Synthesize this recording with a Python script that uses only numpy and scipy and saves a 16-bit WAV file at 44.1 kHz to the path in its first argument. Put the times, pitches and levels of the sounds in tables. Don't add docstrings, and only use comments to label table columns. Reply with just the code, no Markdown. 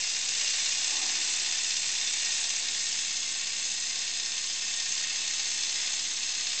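import sys
import numpy as np
from scipy import signal
from scipy.fft import rfft, irfft
from scipy.io import wavfile
from scipy.ndimage import uniform_filter1d

SR = 44100
rng = np.random.default_rng(int(sys.argv[2]) if len(sys.argv) > 2 else 0)


def put_to_file(sound):
    columns = np.atleast_2d(sound).T
    safe = np.clip(columns, -1, 1)
    whole_steps = np.round(safe * 32767)
    wavfile.write(sys.argv[1], SR, whole_steps.astype(np.int16))


def voltage_ratio(decibels):
    exponent = np.asarray(decibels, float) / 20
    return 10 ** exponent


N = 291059
T = np.arange(N) / SR

# (frequency [Hz], density [dB per Hz])
FAN_MURMUR = [(12, -29), (20, -10.5), (28, -15.5), (35, -17), (41, -13), (54, -29.5), (102, -17.5),
              (214, -12.5), (338, -18.5), (387, -31.5), (500, -31), (650, -51.5), (1100, -120)]
# (frequency [Hz], width [Hz], first-side level [dB], level once round [dB])
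VICE_NOTES = [(724, 1.5, -71, -66), (1080, 1.5, -68, -66), (330, 30, -74, -68), (520, 6, -77, -76),
              (1199, 6, -75, -71), (2622, 14, -62, -53)]
# (frequency [Hz], width [Hz], level [dB])
SOLE_MODES = [(315, 95, 0), (830, 260, -1), (1100, 300, -6)]
# (crank angle [turns], low thud level [dB], pipe ring level [dB])
EXHAUST_POPS = [
    (.985, -56.5, -54),
    (.232, -60, -55),
    (.485, -57, -57),
    (.768, -58, -57),
]
# (time [s], speed [turns per s])
CRANK_SPEED = [(0, 16.052), (1.2, 16.256), (2, 16.297), (3.1, 16.563), (3.7, 16.435), (4.7, 16.737),
               (6.6, 16.777)]
# (crank angle [turns], spread [turns], frequency [Hz], spread [Hz], lift [dB])
VALVE_LEAKS = [(.02, .018, 3500, 2500, 3.7), (.065, .042, 5500, 1500, 4.2), (.11, .04, 1900, 800, 3.3),
               (.4, .06, 4500, 1500, -1), (.275, .025, 2500, 1800, 1.5), (.35, .08, 6450, 290, -2.5),
               (.44, .045, 7780, 500, 6), (.556, .023, 1400, 900, 2.5), (.6, .028, 7000, 2800, 3.3),
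               (.72, .045, 4300, 3500, -2.6), (.819, .026, 2250, 680, 2.5), (.819, .03, 4130, 300, 5.5),
               (.83, .03, 5600, 700, 1.2), (.854, .015, 7590, 520, 3), (.902, .02, 6330, 300, 4.5),
               (.95, .03, 1800, 600, -3), (.965, .018, 5500, 3000, -2)]
# (frequency [Hz], density [dB per Hz])
AIR_JET = [(210, -44.5), (380, -19.5), (600, -20.5), (900, -23.5), (1400, -17), (1750, -14), (2300, -4.5),
           (3100, -4), (3900, -4.5), (4700, -3), (5600, -1.5), (6400, -0.13), (7100, -0.1), (7800, -1.3)]
# (frequency [Hz], width [Hz], first-side lift [dB], lift once round [dB])
BRASS_MODES = [(770, 99, 3.5, 0.5), (860, 413, 10, 9), (1020, 90, 2.5, 4.5), (1235, 48, 1.5, 3.5),
               (1604, 394, 6, 6), (1850, 162, 8, 9.5), (2090, 57, 5.5, 6.5), (2240, 62, 2, 3),
               (2485, 106, 6, 0), (2613, 45, -0.5, 8), (2750, 200, 7, 5.5), (2985, 37, 0.5, 4.5),
               (3160, 47, -1, 5), (3507, 283, 6, 7.5), (3720, 217, 4.5, 5), (4160, 330, 2, 4),
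               (4350, 650, 4.5, 5.5), (4420, 34, -2, 0.5), (4977, 82, 12, 10), (5200, 150, 4.5, 8.5),
               (5400, 60, 1.5, 5.5), (5770, 230, 6, 0), (6010, 310, 3, 2.5), (6303, 220, 4, 6.5),
               (6460, 86, -2, 5.5), (6760, 460, 4, 3.5), (7030, 53, -5, -1), (7585, 410, 5.5, 3)]
# (time [s], hiss level [dB])
CAMERA_NEARNESS = [(0, -34.5), (.3, -34.5), (.45, -32.5), (1.1, -33), (1.65, -33.5), (1.9, -34),
                   (2.4, -33.5), (2.6, -34.5), (3.0, -35), (3.4, -36.5), (4.1, -36), (4.6, -36), (5.0, -35),
                   (5.5, -35), (5.82, -34), (6.1, -36.5), (6.6, -35)]
# (time [s], share [0-1])
CAMERA_ROUND = [(0, 0.3), (2.3, 0.4), (3.2, 0.8), (6.6, 0.98)]
# (frequency [Hz], gain [dB])
FILTER_EDGE = [(7000, 0.5), (7600, -1), (8000, -2), (8400, -12.5), (8800, -26.5), (9050, -42), (9200, -52),
               (9600, -90)]


def evened(x):
    return x / np.sqrt(np.mean(x ** 2) + 1e-20)


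def read(points, hz):
    f, value = np.transpose(points)
    return np.interp(np.log(hz + 1), np.log(f + 1), value)


def bumps(peaks, hz):
    return sum(db / (1 + (2 * (hz - f) / width) ** 2) for f, width, db in peaks)


def coloured(x, db):
    log_gain = np.log(voltage_ratio(np.maximum(db, -100)))
    mirrored = np.r_[log_gain, log_gain[-2:0:-1]]
    phase = -signal.hilbert(mirrored).imag[:len(db)]
    impulse = irfft(np.exp(log_gain + 1j * phase))
    return signal.oaconvolve(x, impulse)[:N]


def ring(hz, t60):
    t = np.arange(8000) / SR
    return voltage_ratio(-60 * t / t60) * np.sin(2 * np.pi * hz * t) * (1 - np.exp(-t / 0.00032))


def way_round():
    return np.interp(T, *np.transpose(CAMERA_ROUND)).clip(0, 1)


def room(x, t60=0.24, wet_db=-9, count=10):
    at = np.arange(60, SR // 3, 22)
    wet = np.zeros(N)
    for k in range(count):
        taps = np.zeros(SR // 2)
        sign = rng.choice([-1., 1.], len(at))
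        taps[at + rng.integers(0, 22, len(at))] = sign * voltage_ratio(-60 * at / SR / t60)
        here = np.cos(np.pi / 2 * np.clip(np.arange(N) / N * (count - 1) - k, -1, 1))
        wet += signal.oaconvolve(x * here, taps / np.linalg.norm(taps))[:N]
    return (x + voltage_ratio(wet_db) * wet) / np.sqrt(1 + voltage_ratio(2 * wet_db))


def shop(rumble_db=-65.5, hum_hz=59.6, hum_db=-78):
    rumble = coloured(rng.standard_normal(N), read(FAN_MURMUR, np.fft.rfftfreq(8192, 1 / SR)))
    hum = np.sin(2 * np.pi * hum_hz * T)
    return voltage_ratio(rumble_db) * evened(rumble) + voltage_ratio(hum_db + 3.5) * hum


def vice():
    out = np.zeros(N)
    for hz, width, first_db, round_db in VICE_NOTES:
        r = np.exp(-np.pi * width / SR)
        shake = signal.lfilter([1], [1, -r], rng.standard_normal(N) + 1j * rng.standard_normal(N))
        shake /= np.abs(shake) ** .6
        note = evened((shake * np.exp(2j * np.pi * hz * T)).real)
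        out += voltage_ratio(first_db + (round_db - first_db) * way_round()) * note
    return out


def scuff(start_s=0.81, rise_s=0.14, hold_s=0.12, fall_db_per_s=49, level_db=-49):
    t = T - start_s
    fall = voltage_ratio(-fall_db_per_s * np.maximum(t - rise_s - hold_s, 0))
    shape = np.clip(t / rise_s, 0, 1) * fall
    hz = np.fft.rfftfreq(4096, 1 / SR)
    body = sum(voltage_ratio(2 * g) / (1 + (2 * (hz - f) / width) ** 2) ** 2 for f, width, g in SOLE_MODES)
    grit = rng.standard_normal(N) * voltage_ratio(3 * rng.standard_normal(N))
    return voltage_ratio(level_db) * shape * evened(coloured(grit, 10 * np.log10(body)))


def crank(t, start_turns=-.6):
    speed = np.interp(T, *np.transpose(CRANK_SPEED))
    return np.interp(t, T, start_turns + np.cumsum(speed) / SR)


def exhaust(uneven_db=2, jitter_turns=0.011, thud_db=-4, ring_db=0.):
    thuds, rings = np.zeros((2, N))
    luck = rng.standard_normal((110, len(EXHAUST_POPS), 3))
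    turns = crank(T)
    for k, (at, low_db, pipe_db) in enumerate(EXHAUST_POPS):
        pop_turns = np.arange(110) - 1 + at + jitter_turns * luck[:, k, 0]
        when = np.interp(pop_turns, turns, T, left=-1, right=-1)
        heard = when >= 0
        place = (when[heard] * SR).astype(int).clip(0, N - 1)
        thuds[place] = voltage_ratio(thud_db + low_db + uneven_db * luck[heard, k, 1])
        rings[place] = voltage_ratio(ring_db + pipe_db + uneven_db * luck[heard, k, 2])
    base = -ring(190, .045) - .8 * ring(258, .06) - .25 * ring(125, .05)
    pipe = ring(760, .025) + .5 * ring(520, .03) + .4 * ring(1070, .04)
    return (signal.oaconvolve(thuds, base) + signal.oaconvolve(rings, pipe))[:N]


def valve_beat(hz, t, depth=1.0, uneven=.35):
    turns = crank(t)
    luck = 1 + uneven * np.tanh(rng.standard_normal((130, len(VALVE_LEAKS))))
    beat = np.zeros((len(hz), len(t)))
    for k, (at, spread, f, wide, db) in enumerate(VALVE_LEAKS):
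        which = np.round(turns - at)
        gate = np.exp(-.5 * ((turns - at - which) / spread) ** 2) * luck[which.astype(int) + 3, k]
        beat += depth * db * np.exp(-.5 * ((hz - f) / wide) ** 2)[:, None] * gate
    return beat


def camera_tilt(hz, t, chance, sway_db=0.42):
    s, level = np.transpose(CAMERA_NEARNESS)
    near = np.interp(t, s, level - level.mean())
    gone = np.interp(t, T, way_round())
    sway = [sway_db * evened(uniform_filter1d(uniform_filter1d(c, size=200), size=200)) for c in chance]
    low = 0.2 * gone + .1 * near + sway[0]
    top = 0.25 * gone - .2 * near + sway[1]
    low_share = np.clip((3200 - hz) / 800, 0, 1)[:, None]
    top_share = np.clip((hz - 5300) / 800, 0, 1)[:, None]
    return low_share * low + top_share * top


def leaks(flicker_db=0.01, patchy_db=0.48, spit_db=2.):
    hiss = rng.standard_normal(N) * voltage_ratio(spit_db * rng.standard_normal(N))
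    hz, t, z = signal.stft(hiss, SR, nperseg=128, noverlap=96)
    field = valve_beat(hz, t)
    chance = rng.standard_normal((len(t), len(hz))).T
    field += flicker_db * evened(uniform_filter1d(chance[0], 6))
    field += patchy_db * evened(uniform_filter1d(uniform_filter1d(chance, 30, 1), 2, 0))
    field += camera_tilt(hz, t, chance[1:3])
    air = signal.istft(z * voltage_ratio(field), SR, nperseg=128, noverlap=96)[1][:N]

    fine = np.fft.rfftfreq(8192, 1 / SR)
    jet = read(AIR_JET + [(8100, -2), (8600, -60)], fine)
    f, width, *sides = np.transpose(BRASS_MODES)
    first, second = (evened(coloured(air, jet + bumps(zip(f, width, db), fine))) for db in sides)
    way = way_round()
    level_db = 4.0 + np.interp(T, *np.transpose(CAMERA_NEARNESS))
    return voltage_ratio(level_db) * ((1 - way) * first + way * second)


def scene():
    in_room = room(leaks() + scuff())
    return (in_room + exhaust() + vice() + shop())[None]


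def roll_off(x):
    return signal.sosfilt(signal.butter(12, 9140, fs=SR, output="sos"), x)


def record(dry, fold_hz=8000, offset=.0034):
    z, hz = rfft(dry), np.fft.rfftfreq(N, 1 / SR)
    mirror = np.round(2 * fold_hz * N / SR).astype(int) - np.arange(len(hz))
    z = np.where(hz < fold_hz, z, np.conj(z[:, mirror.clip(0)]))
    mix = irfft(z * voltage_ratio(read(FILTER_EDGE, hz)), N) + offset
    return roll_off(mix)


dry = scene()
out = record(dry)
put_to_file(out)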